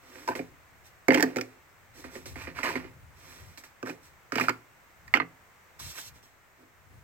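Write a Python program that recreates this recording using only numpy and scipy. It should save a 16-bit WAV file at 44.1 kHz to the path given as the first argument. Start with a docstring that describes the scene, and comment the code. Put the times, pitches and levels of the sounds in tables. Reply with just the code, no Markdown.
"""At a workbench in a small room, crushed stone is sifted to the right of a hand-held microphone.
A plastic mesh sieve and a cup are picked up, scraped about and set down. Each impact excites damped
modes: the plastic clacks and the bench thumps, while crushed grit ticks. Sliding friction, a dense
train of tiny impacts, drones in the bench and rasps in the plastic, and powder hisses over the mesh.
Room air and the low rumble of the holding hand lie underneath."""
import sys
import numpy as np
from scipy import signal
from scipy.fft import rfft, irfft, next_fast_len
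from scipy.io import wavfile

SR = 44100
rng = np.random.default_rng(int(sys.argv[2]) if len(sys.argv) > 2 else 0)


def put_to_file(sound):
    """Save the sound as 16-bit audio at rate SR, in the file named by the first command-line argument."""
    columns = np.atleast_2d(sound).T  # one column per channel
    safe = np.clip(columns, -1, 1)
    whole_steps = np.round(safe * 32767)
    wavfile.write(sys.argv[1], SR, whole_steps.astype(np.int16))


N = 310023

# Event levels are relative: each layer is filtered and given its own gain afterwards.
# blows of sieve, cup and bench: time_s, thump_db, clack_db, tick_db, clack_hz
BLOWS = [(0.278, -37, -28, -51, 986), (0.287, -29.5, -23, -46, 967), (0.392, -29, -32.5, -66, 2230),
         (1.083, -14.5, -14, -26.5, 2160), (1.1056, -18.5, -13.5, -41, 2100),
         (1.145, -25.5, -17, -25.5, 2120), (1.181, -27, -27, -37, 2450), (1.206, -47, -26, -28, 1730),
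         (1.2258, -21, -18, -19, 1660), (1.237, -25.5, -23, -51, 1790), (1.36, -25, -32.5, -35.5, 2040),
         (1.3682, -34, -32, -33.5, 2200), (1.385, -32.5, -27.5, -41, 2550),
         (1.4114, -37.5, -32.5, -32, 2230), (2.588, -43, -29, -60, 1290), (3.8281, -32, -34, -45, 1190),
         (3.896, -39.5, -33, -45, 2440), (4.3212, -33, -26.5, -39.5, 1290), (4.356, -28.5, -23, -32, 2320),
         (4.383, -39, -20.5, -40, 2300), (4.398, -33, -21, -35.5, 1250), (4.41, -32, -19.5, -37, 2020),
         (4.484, -34.5, -14.5, -36, 1336), (4.493, -32.5, -20.5, -30.5, 2200),
         (4.498, -37, -23.5, -42, 1360), (5.079, -69, -43.5, -53, 1850), (5.139, -39.5, -8.5, -33, 2090),
         (5.1719, -36, -22.5, -43, 1430), (5.2, -35, -18, -53, 2070), (5.2183, -37.5, -30, -63, 1960),
         (5.7994, -64, -42.5, -46, 1140), (5.985, -59, -39.5, -42, 1530)]
# the sieve chatters as it settles or is dragged: start_s, length_s, thump_db, clack_db, tick_db, clack_hz
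RATTLES = [(0.292, 0.044, -50.5, -36.5, -58, 1050), (1.115, 0.085, -29, -23.5, -37, 2180),
           (2.633, 0.074, -42.5, -31.5, -56, 1150), (3.859, .055, -59, -41.5, -54, 1460),
           (4.356, .09, -36.5, -31, -39, 1990), (5.137, .035, -38.5, -27, -43, 2350)]
# shoves that break loose with a tap and skid to rest: start_s, skid_s, bench_db, plastic_db, grit_db
SHOVES = [(0.153, 0.025, -53.5, -50, -60), (0.276, 0.03, -38, -43, -41), (0.352, 0.042, -36.5, -35, -44.5),
          (1.361, 0.1, -41, -44.5, -52.5), (2.041, 0.052, -44, -41.5, -54.5),
          (2.154, 0.031, -41.5, -42.5, -66), (2.257, 0.059, -46, -45, -44), (2.357, 0.036, -46, -40, -53),
          (2.471, 0.035, -40.5, -37.5, -66), (2.631, .07, -40, -23, -39), (2.686, 0.074, -37.5, -33, -44),
          (2.755, 0.021, -31, -26.5, -48.5), (2.843, .04, -49, -46, -72), (3.575, 0.026, -56.5, -47, -45),
          (3.637, 0.038, -61.5, -48, -51.5), (4.32, 0.069, -54, -34, -49), (6.228, 0.06, -67.5, -66, -57)]
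# smooth slides that gather speed and slow down: start_s, length_s, drone_db, rasp_db, hiss_db
SLIDES = [(-0.01, 0.43, -56.5, -50.5, -56.5), (0.837, 0.062, -75, -59, -57), (1.08, 0.21, -32, -34, -49.5),
          (1.933, .13, -54, -52.5, -53.5), (2.095, 0.14, -51.5, -48, -51.5),
          (2.365, 0.12, -56.5, -38, -51.5), (2.546, 0.099, -52, -34, -50), (2.703, 0.17, -49.5, -44.5, -81),
          (3.138, 0.42, -61, -50.5, -55), (3.844, 0.089, -40, -41.5, -51), (4.008, .1, -85, -61, -59.5),
          (4.366, 0.12, -40, -31, -44), (6.135, 0.062, -65, -58.5, -59), (6.553, 0.13, -60.5, -70, -71.5),
          (6.87, 0.14, -67.5, -74, -83)]
# powder running over the mesh of the tipped sieve: time_s, hiss_db, rasp_db
POWDER_FLOW = [(5.785, -85, -74), (5.795, -47, -52), (5.813, -49.5, -54), (5.909, -48, -56),
               (5.935, -55.5, -59), (5.983, -44.5, -43), (6.005, -46, -56), (6.025, -52.5, -59),
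               (6.085, -50.5, -62), (6.125, -96, -65)]
# modes of the bench top, and of the plastic rim and cup wall: frequency_hz, level_db, t60_s
BENCH_MODES = [(117.3, -23.5, 0.35), (166, -20, 0.27), (220, -10.5, .07), (259.8, -3, .17), (300, -2, 0.11),
               (368.7, -1, 0.096), (437, -1, 0.069), (487, -1, 0.055), (533, -1, 0.062), (677, -8, 0.064),
               (760, -8.5, 0.059), (895, -8.5, .045)]
PLASTIC_MODES = [(780, -4.5, 0.021), (1050, -6, .018), (1325, -2, 0.034), (1670, 0.5, 0.02),
                 (1876, -5, .018), (2361, 4.5, 0.016), (2820, 0, 0.017), (4660, -13, 0.021),
                 (5300, -27, 0.0073)]
# spectra of crushed grit, scraped plastic and the mesh: frequency_hz, level_db
TICK_SPECTRUM = [(500, -7), (2500, 7), (3400, -9), (4800, 4), (8000, -7), (10300, -21.5), (13000, -9.5),
                 (16000, -9)]
RASP_SPECTRUM = [(150, -18.5), (450, -10), (800, -0.5), (1150, 0.5), (1500, 5.5), (2500, 3), (3400, -13),
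                 (4800, -11), (8000, -38), (16000, -56)]
HISS_SPECTRUM = [(500, -29.5), (2000, -7), (3500, 2), (5500, 1), (8300, 0), (10300, -10.5), (13000, -1),
                 (16000, -7)]
# acoustic shadow at the left port, scaled for each source: frequency_hz, relative_gain_db
LEFT_SHADOW = [(100, -1), (550, -1), (1000, -0.5), (1400, -10.5), (2200, -20), (5000, -4), (9000, -5.5),
               (15000, -6.5)]
# coherence of diffuse sound at the two ports: frequency_hz, coherence_ratio
COHERENCE = [(30, .1), (80, 0.2), (160, 0.5), (400, 0.6), (900, 0.38), (2000, 0.18), (16000, .05)]
# early reflections from bench, wall and shelf: delay_s, relative_gain_db
REFLECTIONS = [(.0033, -11.5), (.0058, -11.5), (0.0135, -16.5)]
# reverberation time of the room: frequency_hz, t60_s
ROOM_DECAY = [(100, 0.21), (500, 0.35), (2000, 0.17), (5000, 0.17), (16000, 0.26)]
# spectra of room air and of the holding hand: frequency_hz, density_db
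AIR_SPECTRUM = [(40, -5.5), (130, -4.5), (200, -8.5), (280, -9), (450, -7), (1000, -4), (2100, -5),
                (3200, -17), (4800, -21), (6200, -19), (8000, -18.5), (10700, -31), (13300, -19.5),
                (15500, -21)]
HAND_SPECTRUM = [(20, -21.5), (45, -10), (75, 1), (110, -3), (170, -10), (400, -42.5)]
# room air, quieter once the microphone turns away: time_s, level_db
AIR_LEVELS = [(0, -58), (3.0, -59), (5.7, -58), (6.4, -60.5), (7.03, -60.5)]
# low bumps as the hand shifts its grip: centre_s, half_length_s, rumble_db
GRIP_SHIFTS = [(0.4, 0.21, -61), (0.835, 0.096, -68.5), (2.004, 0.14, -65.5), (2.356, .08, -50),
               (2.692, 0.57, -52.5), (3.464, 0.059, -49.5), (4.08, 0.096, -65.5), (5.092, 0.081, -57.5),
               (5.86, 0.055, -47), (6.133, 0.075, -57.5), (6.978, .13, -54.5)]

TIME = np.arange(N) / SR
REBOUND_S, REBOUND_DB = .008, (-4.5, -16.5, -19)  # a blow lands again, softer in thump, clack and tick
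TAP_DB, SKID_DB = (2, 0.5, -0.5), (-3.5, 0, -1.5)  # offsets to a shove's bench, plastic and grit levels
TAP_HZ, CLACK_CYCLES = 2056, 24.5  # the struck spot decays by 60 dB in this many cycles
RIM_DB, HARD_BLOW_DB, RIM_LAG = -14, -26, 0.25  # rim against spot; loses RIM_LAG dB per dB in hard blows
IN_CUP_S, CUP_TILT_DB_PER_OCTAVE = 3.7, -4  # from then on the sieve lands on the cup: a deeper thump
BREAK_LOOSE_S, SWELL_SHARE = 0.003, 0.47  # rise time of a skid; share of a slide spent gathering speed
CUTOFF_HZ = 16200


def impacts():
    """Impulse response: a contact shakes the bench (thump), rings plastic (clack), crushes grit (tick)."""
    thumps, clacks, ticks = np.zeros((3, N))
    bench = damped_modes(BENCH_MODES, TIME[:SR // 3])
    octaves = np.log2(np.array(BENCH_MODES)[:, :1])
    t = TIME[:SR // 16]
    for s, thump_db, clack_db, tick_db, hz in contacts():
        tilt_db = 0 if s < IN_CUP_S else CUP_TILT_DB_PER_OCTAVE * octaves
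        thump = strike(bench * from_db(tilt_db), spread_db=2.0)
        add(thumps, s, thump, thump_db, size=SR // 70)
        add(clacks, s, plastic_clack(t, hz, clack_db), clack_db, size=SR // 140)
        crunch_decay = np.exp(-t / .0017) + from_db(-17) * np.exp(-t / .005)
        add(ticks, s, rng.standard_normal(len(t)) * crunch_decay, tick_db, size=SR // 200)
    return (from_db(-1.0) * high_pass(thumps, hz=94),
            from_db(-0.9) * high_pass(clacks, hz=450),
            from_db(4.0) * colour(ticks, TICK_SPECTRUM))


def plastic_clack(t, hz, level_db):
    """Damped resonance: the struck spot rings briefly in one strong mode, the rim in many weaker ones."""
    spot = damped_modes([(hz, 0, CLACK_CYCLES / hz)], t)[0]
    detuning = 1 + 0.053 * rng.standard_normal()  # the grip detunes the rim from blow to blow
    rim = strike(damped_modes(PLASTIC_MODES, t, detuning), spread_db=5.5)
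    rim_db = RIM_DB - RIM_LAG * max(level_db - HARD_BLOW_DB, 0)
    attack = 1 - np.exp(-t / 0.00038)
    return (spot + from_db(rim_db) * rim) * attack


def contacts():
    """Collision and rebound: every blow, bounce, tap and rattle, as rows with the columns of BLOWS."""
    rows = []
    for s, *levels_db, hz in BLOWS:
        rebound_s = s + REBOUND_S * rng.uniform(.8, 1.2)
        rows += [(s, *levels_db, hz), (rebound_s, *np.add(levels_db, REBOUND_DB), hz)]
    for s, _, *levels_db in SHOVES:
        rows.append((s, *np.add(levels_db, TAP_DB), TAP_HZ))
    for start, length, *levels_db, hz in RATTLES:
        rows.extend(chatter(start, length, levels_db, hz))
    return rows


def chatter(start, length, levels_db, hz, count=8, spread_db=2, spread_octaves=.25, loss_db=4):
    """Inelastic collisions: an uneven run of small contacts grows weaker."""
    progress = (np.arange(count) + rng.uniform(.15, .85, count)) / count
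    strength, pitch = rng.standard_normal((2, count))
    db = np.add.outer(spread_db * strength - loss_db * (progress - .5), levels_db)
    return np.column_stack([start + length * progress, db, hz * 2 ** (spread_octaves * pitch)])


def friction():
    """Roughness noise: dense tiny impacts drone in the bench, rasp in plastic and hiss on the mesh."""
    power = powder_flow() ** 2  # incoherent sources add in power
    for s, swell_s, fade_s, *levels_db in glides():
        at = max(round(s * SR), 0)
        t = TIME[:min(SR // 2, N - at)]
        rise = np.minimum(t / swell_s, 1) ** .7
        fall = from_db(-12 * (np.maximum(t - swell_s, 0) / fade_s) ** 0.98)
        power[:, at:at + len(t)] += (from_db(levels_db)[:, None] * rise * fall) ** 2
    drone_gain, rasp_gain, hiss_gain = np.sqrt(power)
    bench = high_pass(damped_modes(BENCH_MODES, TIME[:SR // 3]).sum(axis=0), hz=95)
    drone = convolve(drone_gain * grains(2500, spread_db=0.5), bench / np.linalg.norm(bench))
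    rasp = rasp_gain * unit_rms(colour(grains(1700, spread_db=2.5), RASP_SPECTRUM))
    hiss = hiss_gain * unit_rms(colour(grains(10000, spread_db=2.5), HISS_SPECTRUM))
    return from_db(2.5) * drone, from_db(-2.5) * rasp, from_db(-2.0) * hiss


def glides():
    """Friction noise follows speed: rows of start_s, swell_s, fade_s, drone_db, rasp_db, hiss_db."""
    skids = [(s, BREAK_LOOSE_S, skid_s, *np.add(levels_db, SKID_DB)) for s, skid_s, *levels_db in SHOVES]
    slides = [(s, SWELL_SHARE * length, (1 - SWELL_SHARE) * length, *levels_db)
              for s, length, *levels_db in SLIDES]
    return skids + slides


def powder_flow():
    """Granular flow: gains of drone, rasp and hiss while powder runs over the mesh."""
    s, hiss_db, rasp_db = np.transpose(POWDER_FLOW)
    layers_db = rasp_db - 13, rasp_db + 4.5, hiss_db + 3.5
    return from_db([np.interp(TIME, s, db, left=-np.inf, right=-np.inf) for db in layers_db])


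def grains(per_s, spread_db):
    """Shot noise: independent tiny impacts of uneven strength, at rms 1."""
    sizes = from_db(spread_db * np.minimum(rng.exponential(1, N), 4))
    return unit_rms(sizes * rng.choice([-1, 1], N) * (rng.random(N) < per_s / SR))


def damped_modes(modes, t, detuning=1):
    """Free vibration: one exponentially decaying sine for each mode, signs alternating."""
    hz, db, t60 = np.transpose(modes)[:, :, None]
    sign = (-1) ** np.arange(len(hz))[:, None]
    return sign * from_db(db) * np.exp(-np.log(1000) * t / t60) * np.sin(2 * np.pi * detuning * hz * t)


def strike(rings, spread_db):
    """Modal superposition: each mode's strength depends on where the blow lands, here at random."""
    return from_db(spread_db * rng.standard_normal(len(rings))) @ rings


def propagate(x, room, shade, echo_db, scatter_db, scatter_s, room_db):
    """Multipath propagation: direct sound, early reflections, scatter off clutter and reverberation."""
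    t = TIME[:room.shape[1]]
    paths = np.zeros(len(t))
    paths[0] = 1
    for s, db in REFLECTIONS:
        paths[round(s * SR)] += from_db(db + echo_db)
    scatter = irfft(diffuse_field(len(t)), len(t)) * np.exp(-t / scatter_s)
    left, right = paths + from_db(scatter_db) * scatter / np.sqrt(np.sum(scatter ** 2) / 2)
    # sound from the right reaches the left port later and shaded
    left = colour(np.roll(left, SR // 11000), [(hz, shade * db) for hz, db in LEFT_SHADOW])
    return convolve(x, np.array([left, right]) + from_db(room_db) * room)


def reverberation():
    """Absorption: a diffuse tail builds up in milliseconds, then each band decays at its own rate."""
    t, tail = TIME[:SR // 3], 0
    white, hz = diffuse_field(len(t)), np.fft.rfftfreq(len(t), 1 / SR)
    edges_hz = np.geomspace(60, SR / 2, num=9)
    for low, high in zip(edges_hz, edges_hz[1:]):
        t60 = at_hz(ROOM_DECAY, np.sqrt(low * high))
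        band = irfft(white * ((hz >= low) & (hz < high)), len(t))
        tail += band * np.exp(-np.log(1000) * t / t60)
    tail *= np.clip((t - .003) / 0.0045, 0, 1)
    return tail / np.sqrt(np.sum(tail ** 2) / 2)


def room_air():
    """Ambient noise: a nearly steady diffuse field fills the room."""
    return from_db(np.interp(TIME, *np.transpose(AIR_LEVELS))) * steady_noise(AIR_SPECTRUM)


def hand_rumble():
    """Structure-borne sound: the holding hand rumbles, swelling at each shift of grip."""
    resting = from_db(-69.5)
    bumps = sum(from_db(db) * np.exp(-((TIME - s) / half_s) ** 2) for s, half_s, db in GRIP_SHIFTS)
    return (resting + bumps) * steady_noise(HAND_SPECTRUM) * from_db([[0.4], [-2.6]])


def steady_noise(spectrum):
    """Stationary noise: a diffuse field of the given spectrum, at rms 1."""
    size = next_fast_len(N, real=True)
    gain = from_db(at_hz(spectrum, np.fft.rfftfreq(size, 1 / SR)))
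    return unit_rms(irfft(diffuse_field(size) * gain, size)[:, :N])


def diffuse_field(size):
    """Spatial coherence: spectrum of stereo white noise, most alike at both ports in the low midrange."""
    coherence = np.clip(at_hz(COHERENCE, np.fft.rfftfreq(size, 1 / SR)), 0, .99)
    mid, side = rfft(rng.standard_normal((2, size)))
    return np.sqrt((1 + coherence) / 2) * mid + np.sqrt((1 - coherence) / 2) * side * [[1], [-1]]


def high_pass(x, hz):
    """High-pass filtering: a third-order filter cuts the bass below the given frequency."""
    return signal.sosfilt(signal.butter(3, hz, "high", fs=SR, output="sos"), x + 1e-18)


def colour(x, spectrum, size=4096):
    """Minimum-phase filtering: folding the cepstrum makes the given spectrum causal."""
    cepstrum = irfft(np.log(from_db(at_hz(spectrum, np.fft.rfftfreq(size, 1 / SR)))))
    cepstrum[1:size // 2] *= 2
    cepstrum[size // 2 + 1:] = 0
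    return convolve(x, irfft(np.exp(rfft(cepstrum))))


def convolve(x, response):
    """Convolution with a mono or stereo impulse response, keeping the length of x."""
    size = next_fast_len(x.shape[-1] + response.shape[-1], real=True)
    return irfft(rfft(x, size) * rfft(response, size), size)[..., :x.shape[-1]]


def add(track, s, sound, db, size):
    """Superposition: a sound joins the track at rms level db over its first `size` samples."""
    at = round(s * SR)
    track[at:at + len(sound)] += from_db(db) / np.sqrt(np.mean(sound[:size] ** 2)) * sound[:N - at]


def at_hz(points, hz):
    """Interpolation on a log-frequency axis."""
    f, value = np.transpose(points)
    return np.interp(np.log(np.maximum(hz, 1)), np.log(f), value)


def unit_rms(x):
    """Normalisation to rms 1."""
    return x / np.sqrt(np.mean(x ** 2) + 1e-20)


def from_db(db):
    """Amplitude ratio of a level in decibels."""
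    return 10 ** (np.asarray(db) / 20)


def scene():
    """Linear superposition: impacts and friction sound in one room, over air and hand noise."""
    room = reverberation()
    thumps, clacks, ticks = impacts()
    drone, rasp, hiss = friction()
    bench = thumps + drone
    return (propagate(bench, room, shade=2.3, echo_db=-11.5, scatter_db=-23, scatter_s=.003, room_db=-16)
            + propagate(clacks, room, shade=.79, echo_db=.5, scatter_db=-7, scatter_s=.006, room_db=-16.5)
            + propagate(ticks, room, shade=1, echo_db=-6, scatter_db=-2.5, scatter_s=.0026, room_db=-18)
            + propagate(rasp, room, shade=.65, echo_db=-2, scatter_db=-5, scatter_s=.006, room_db=-11.5)
            + propagate(hiss, room, shade=.25, echo_db=-10, scatter_db=1, scatter_s=.008, room_db=-12)
            + room_air() + hand_rumble())


def record(dry):
    """Band limiting: an elliptic low-pass cuts the highest treble steeply."""
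    return signal.sosfilt(signal.ellip(10, .2, 80, CUTOFF_HZ, fs=SR, output="sos"), dry)


dry = scene()
out = record(dry)
put_to_file(out)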